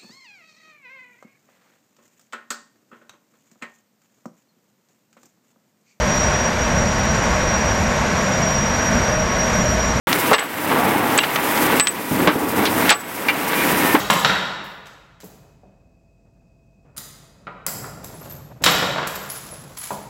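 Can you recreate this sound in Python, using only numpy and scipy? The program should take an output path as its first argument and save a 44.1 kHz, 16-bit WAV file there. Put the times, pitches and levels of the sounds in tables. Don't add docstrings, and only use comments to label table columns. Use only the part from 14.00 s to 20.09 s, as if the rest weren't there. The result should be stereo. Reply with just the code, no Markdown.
import sys
import numpy as np
from scipy import signal
from scipy.fft import rfft, irfft, next_fast_len
from scipy.io import wavfile
from scipy.ndimage import map_coordinates

SR = 44100
rng = np.random.default_rng(int(sys.argv[2]) if len(sys.argv) > 2 else 0)


def master_out(mix):
    frames = np.transpose(np.atleast_2d(mix))
    ceiling = np.clip(frames, -1, 1)
    pcm = np.round(ceiling * 32767).astype(np.int16)
    wavfile.write(sys.argv[1], SR, pcm)


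N = 268569
T = np.arange(SR // 3) / SR

# (time [s], level [dB], hardness [Hz], bass thump [dB], main resonance [Hz])
BLOWS = [(-.07, -17, 5850, 7, 1220), (.1002, -7, 3610, 0, 993), (.129, -20.5, 5950, -5, 3000),
         (.247, -9.5, 5930, -2, 1300), (.2973, -14.5, 3570, -1.5, 1310), (1.232, -31.5, 854, 2, 460),
         (1.6335, -44.5, 797, 7, 683), (2.978, -45.5, 3500, 11.5, 1144), (3.4692, -25, 2040, -1.5, 1350),
         (3.6638, -25, 2000, -2, 715), (3.681, -28, 2240, -11, 1550), (3.747, -42.5, 1290, 15.5, 530),
         (3.8427, -27.5, 1760, -3.5, 1350), (4.258, -34, 1200, 3, 597), (4.6384, -14, 9500, -8.5, 3850),
         (4.6627, -7, 6250, -18, 2860), (4.6774, -13.5, 2290, -8, 1090), (4.8236, -12, 1810, -1.5, 568),
         (4.9604, -21, 2200, 1, 590), (4.983, -15, 2280, -8.5, 1110), (5.028, -20, 3120, -2.5, 1620),
         (5.9057, -14, 960, -16, 974), (5.917, -28, 900, 9, 650)]
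# (pitch [Hz], level [dB], fade time [s])
BODY_NOTES = [(144.3, -14.5, 0.15), (179.5, -12.5, 0.16), (199.3, -16, 0.29), (296.8, -14, 0.12),
              (444.6, -17.5, 0.15), (559.6, -8.5, 0.05), (645, -14.5, 0.048), (790, -7, 0.042),
              (970, -12, 0.1), (1069, -11, 0.068), (1080, -19.5, 0.093), (1245, -10, 0.058),
              (1411.6, -4, 0.055), (1657, -8.5, 0.032), (1815, -8, 0.04), (1983, -3.5, 0.022),
              (2804, -27.5, 0.02), (3335, -13, 0.16), (3838, -5, 0.062), (4900, -21.5, 0.15)]
# (frequency [Hz], level [dB])
CLACK_SPECTRUM = [(30, -28.5), (80, -19.5), (160, -10), (350, -4), (1150, 0), (2200, 1), (4200, -0.5),
                  (5600, -4), (7600, -6.5), (8800, -27.5), (16000, -27.5)]
# (frequency [Hz], fade time [s])
CABINET_FADE = [(150, 0.16), (500, 0.42), (1500, 0.15), (5000, 0.085), (12000, 0.041)]
# (time [s], level [dB], treble tilt [dB per octave])
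WASHER_CLASHES = [(-.03, -18.5, -2), (0.1023, -19, -1.5), (0.134, -18.5, 8), (.191, -26.5, .5),
                  (0.2474, -27.5, -11), (.638, -47, 7.5), (.856, -46.5, -7.5), (1.2, -47, -2),
                  (1.238, -44, 7.5), (2.964, -40, 0.5), (2.978, -30, 3), (3.6645, -11.5, 5),
                  (4.038, -38, 4.5), (4.246, -46, -0.5), (4.296, -43, 0), (4.62, -35, 0.5),
                  (4.6385, -13.5, 0), (4.6546, -20, -1.5), (5.069, -28.5, 1.5), (5.153, -32, -2),
                  (5.255, -37, 9), (5.299, -31, 2.5), (5.351, -37, -3), (5.781, -30.5, 19),
                  (5.832, -33.5, 1), (5.914, -39, 11)]
# (frequency [Hz], level [dB])
STEEL_SPECTRUM = [(30, -57), (300, -18), (1000, -0.5), (3000, -4), (5500, -2.5), (7800, 1), (8700, -10),
                  (10500, -4), (13000, -5), (15800, -6.5)]
# (pitch [Hz], level [dB], fade time [s])
COIL_NOTES = [(4940, -20, 0.12), (5480, -21.5, 0.1097), (7640, -21.5, .24), (11560, -25, .4),
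              (12900, -24, 0.37)]
# (time [s], pitch [Hz], level [dB])
SPRING_ZINGS = [(0.093, 9400, -27), (2.968, 9370, -30.5), (4.037, 12500, -37), (4.135, 10300, -41),
                (4.209, 12500, -36), (4.293, 12900, -29), (4.707, 13080, -21), (5.141, 13230, -26.5),
                (5.288, 10300, -25), (5.302, 12700, -26), (5.347, 10150, -29), (5.505, 10800, -29.5),
                (5.777, 10940, -24.5), (5.835, 10850, -28.5)]
# (time [s], length [s], level [dB])
ROD_STROKES = [(-.05, 0.32, -42), (4.02, 0.27, -53), (5.06, 0.5, -48), (5.5, 0.24, -50),
               (5.76, 0.15, -40.5)]
# (time [s], length [s], level [dB])
BALL_RUNS = [(-.05, 0.033, -34), (1.23, 0.071, -50), (1.63, .08, -60.5), (2.24, 0.028, -62),
             (2.84, 0.92, -55), (3.7, 0.63, -41), (4.6, 0.15, -33.5), (5.42, 0.19, -44), (5.9, 0.23, -46.5)]
# (frequency [Hz], level [dB])
DRUM_SPECTRUM = [(30, -26), (50, -6), (75, -4), (100, -3.5), (138, 6), (190, -5), (250, -8.5), (400, -17),
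                 (1000, -39), (4000, -91.5)]
# (frequency [Hz], level [dB])
GRIT_SPECTRUM = [(80, -25), (200, 3.5), (330, 1), (560, 5), (900, 0), (1400, -6.5), (2400, -16),
                 (5000, -35.5), (16000, -60.5)]
# (frequency [Hz], level [dB])
AIR_SPECTRUM = [(15, -33.5), (25, -10.5), (53, -8), (120, -7), (149, -4.5), (354, -20.5), (607, -22),
                (659, -19), (714, -25), (1260, -38.5), (2350, -46), (2550, -25), (2840, -50), (4870, -43.5),
                (7800, -43), (9000, -55.5), (14000, -53.5)]
# (pitch [Hz], level [dB])
HUM_TONES = [(48.4, -60), (667.5, -70.5), (2530, -77), (4797, -91.5)]
# (frequency [Hz], fade time [s])
HALL_FADE = [(80, 1), (250, 1.41), (1000, 1.385), (2500, 1.23), (4200, 1.16), (7500, 0.89), (10000, 0.72),
             (15000, 0.6)]
# (frequency [Hz], level [dB])
STEREO_WIDTH = [(100, -63.5), (500, -62), (1000, -65.5), (2000, -48), (4500, -58), (6500, -48), (8300, -34),
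                (9800, -7), (12000, -45.5)]


def knocks(echoes, ring_db=-2, clatter_db=-3, crack_db=2.5, crack_t60=0.026, sharpness=5.1,
           thump_hz=420, soft_hz=1620, detune=0.011):
    out = np.zeros(N)
    hz, note_db, t60 = np.transpose(BODY_NOTES)[:, :, None]
    decay = amp(note_db - 60 * T / t60)
    for s, db, hard_hz, thump_db, main_hz in with_rebounds(BLOWS):
        sign, strength_db, pitch = rng.standard_normal((3, len(BODY_NOTES), 1))
        waves = np.sin(2 * np.pi * hz * (1 + detune * pitch) * T)
        ring = (np.sign(sign) * amp(strength_db) * decay * waves).sum(0)
        clatter = fading(noise(CLACK_SPECTRUM, len(T)), CABINET_FADE)
        crack = noise(CLACK_SPECTRUM, len(T)) * amp(-60 * T / crack_t60)
        blow = amp(ring_db) * ring + amp(clatter_db) * clatter + amp(crack_db) * crack
        soft = lambda f: 1 / ((1 + 1j * f / hard_hz) * (1 + 1j * f / hard_hz - (f / hard_hz) ** 2))
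        heavy = lambda f: 1 + (amp(thump_db) - 1) / (1 + 1j * f / thump_hz)
        octaves_harder = np.log2(hard_hz / soft_hz)
        lift_db = 8.5 - 2 * octaves_harder
        band = lambda f: 1j * f / (sharpness * (main_hz - f * f / main_hz) + 1j * f)
        blow = filtered(blow, lambda f: soft(f) * heavy(f) * (1 + (amp(lift_db) - 1) * band(f)))
        hall_db = -4.5 + 2 * octaves_harder
        add(out, s, in_hall(amp(db - lift_db / 2) * blow, echoes, hall_db))
    return out


def with_rebounds(blows, delay_s=.009, weaker_db=6, softening=0.71, heavier_db=4, playfield_hz=188):
    for s, db, hard_hz, thump_db, main_hz in blows:
        yield s, db, hard_hz, thump_db, main_hz
        yield s + delay_s, db - weaker_db, hard_hz * softening, thump_db + heavier_db, playfield_hz


def clashes(echoes, chatter_db=5.0, rattle_db=-17, rattle_t60=.12, swell_s=0.0044, swell_at_db=-28.5):
    out = np.zeros(N)
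    for s, db, tilt_db in WASHER_CLASHES:
        progress = T / (swell_s * 2 ** ((swell_at_db - db) / 15))
        swell = progress * np.exp(1 - progress)
        rattle = amp(rattle_db - 60 * T / rattle_t60) * (1 - np.exp(-progress))
        contacts = amp(chatter_db * wobble(rate=700, size=len(T)))
        coils = sum(amp(note_db) * jingle(hz, t60, width_hz=220, attack_s=0.0062, count=8)
                    for hz, note_db, t60 in COIL_NOTES)
        chatter = unit(contacts * noise(STEEL_SPECTRUM, len(T), tilt_db))
        clash = (swell + rattle) * chatter + coils
        add(out, s, in_hall(amp(db) * clash, echoes, hall_db=-.5))
    return out


def zings(echoes):
    out = np.zeros(N)
    for s, hz, db in SPRING_ZINGS:
        add(out, s, in_hall(amp(db) * jingle(hz, t60=0.14), echoes, hall_db=-2))
    return out


def jingle(hz, t60, width_hz=95, attack_s=0.013, jangle_db=5, count=12):
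    spread, phase = rng.standard_normal((2, count, 1))
    fade = amp(-60 * T / t60) * (1 - np.exp(-T / attack_s))
    note = fade * np.sin(2 * np.pi * ((hz + width_hz * spread) * T + phase)).sum(0)
    note *= amp(jangle_db * wobble(rate=260, size=len(T)))
    return note * np.linalg.norm(fade) / np.linalg.norm(note)


def sliding_rods(echoes, catch_db=4, chirp_db=7, chirp_hz=12000, chirp_spread=.1, count=170):
    scrape = unit(noise(STEEL_SPECTRUM, N, tilt_db=-1.0) * amp(catch_db * wobble(rate=190)))
    chirps = np.zeros(N)
    for s, pitch in zip(rng.uniform(0, N / SR, count), rng.standard_normal(count)):
        hz = chirp_hz * np.exp(chirp_spread * pitch)
        add(chirps, s, amp(chirp_db) * jingle(hz, t60=.05, count=3))
    motion = pushes(ROD_STROKES, rise_s=0.018, fall_db_per_s=130.5)
    return in_hall(motion * (scrape + chirps), echoes, hall_db=-5)[:N]


def rolling_ball(bump_db=3, equal_at_db=-29.5, grit_growth=1.224):
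    drum_gain = pushes(BALL_RUNS, rise_s=0.015, fall_db_per_s=29)
    grit_gain = amp(equal_at_db) * (drum_gain / amp(equal_at_db)) ** grit_growth
    bumps = amp(bump_db * wobble(rate=50))
    return drum_gain * noise(DRUM_SPECTRUM, N) + grit_gain * unit(bumps * noise(GRIT_SPECTRUM, N))


def hall_echoes(build_s=0.0038, count=12):
    t = np.arange(SR + SR // 4) / SR
    tails = np.array([fading(rng.standard_normal(len(t)), HALL_FADE) for _ in range(count)])
    tails *= 1 - np.exp(-t / build_s)
    return tails / np.linalg.norm(tails, axis=1, keepdims=True)


def in_hall(x, echoes, hall_db):
    response = amp(hall_db) * echoes[rng.integers(len(echoes))]
    response[0] = 1
    return signal.fftconvolve(x, response)


def air_and_hum(air_db=-57, waver_radians=0.49):
    t = np.arange(N) / SR
    hum = sum(amp(db) * unit(np.sin(2 * np.pi * hz * t + waver_radians * wobble(rate=12)))
              for hz, db in HUM_TONES)
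    return amp(air_db) * noise(AIR_SPECTRUM, N) + hum


def amp(db):
    return 10 ** (np.asarray(db) / 20)


def unit(x):
    return x / np.sqrt(np.mean(x ** 2) + 1e-20)


def along(points, hz):
    frequencies, values = np.transpose(points)
    return np.interp(np.log(hz + 1), np.log(frequencies + 1), values)


def wobble(rate, size=N):
    return map_coordinates(rng.standard_normal(4096), [np.arange(size) * rate / SR], mode="wrap")


def filtered(x, response):
    size = x.shape[-1]
    padded = next_fast_len(size + SR // 8)
    return irfft(rfft(x, padded) * response(np.fft.rfftfreq(padded, 1 / SR)), padded)[..., :size]


def noise(spectrum, size, tilt_db=0):
    octaves = lambda f: np.log2(np.maximum(f, 3000) / 3000)
    tone = lambda f: amp(along(spectrum, f) + tilt_db * octaves(f))
    return unit(filtered(rng.standard_normal(size), tone))


def fading(x, fade_times):
    hz, t, bands = signal.stft(x, SR, nperseg=256)
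    fade = amp(-60 * t / along(fade_times, hz)[:, None])
    return signal.istft(bands * fade, SR, nperseg=256)[1][:len(x)]


def pushes(rows, rise_s, fall_db_per_s):
    t = np.arange(N) / SR
    gains = [np.clip((t - s) / rise_s, 0, 1) * amp(db - fall_db_per_s * np.maximum(t - s - length, 0))
             for s, length, db in rows]
    return np.max(gains, axis=0)


def add(track, s, x):
    start = round(s * SR)
    x = x[max(-start, 0):N - start]
    track[max(start, 0):][:len(x)] += x


def scene():
    echoes = hall_echoes()
    mid = knocks(echoes) + clashes(echoes) + zings(echoes) + sliding_rods(echoes)
    mid = mid + rolling_ball() + air_and_hum()
    side = filtered(mid, lambda hz: amp(along(STEREO_WIDTH, hz)) * np.exp(1j))
    return np.array([mid + side, mid - side])


def record(dry, low_cut_hz=44, top_hz=15950):
    x = signal.sosfilt(signal.butter(4, low_cut_hz, "high", fs=SR, output="sos"), dry)
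    flattened = x / (1 + np.abs(x) ** 6) ** (1 / 6)
    return filtered(flattened, lambda hz: 1 / (1 + (hz / top_hz) ** 200))


dry = scene()
out = record(dry)
master_out(out)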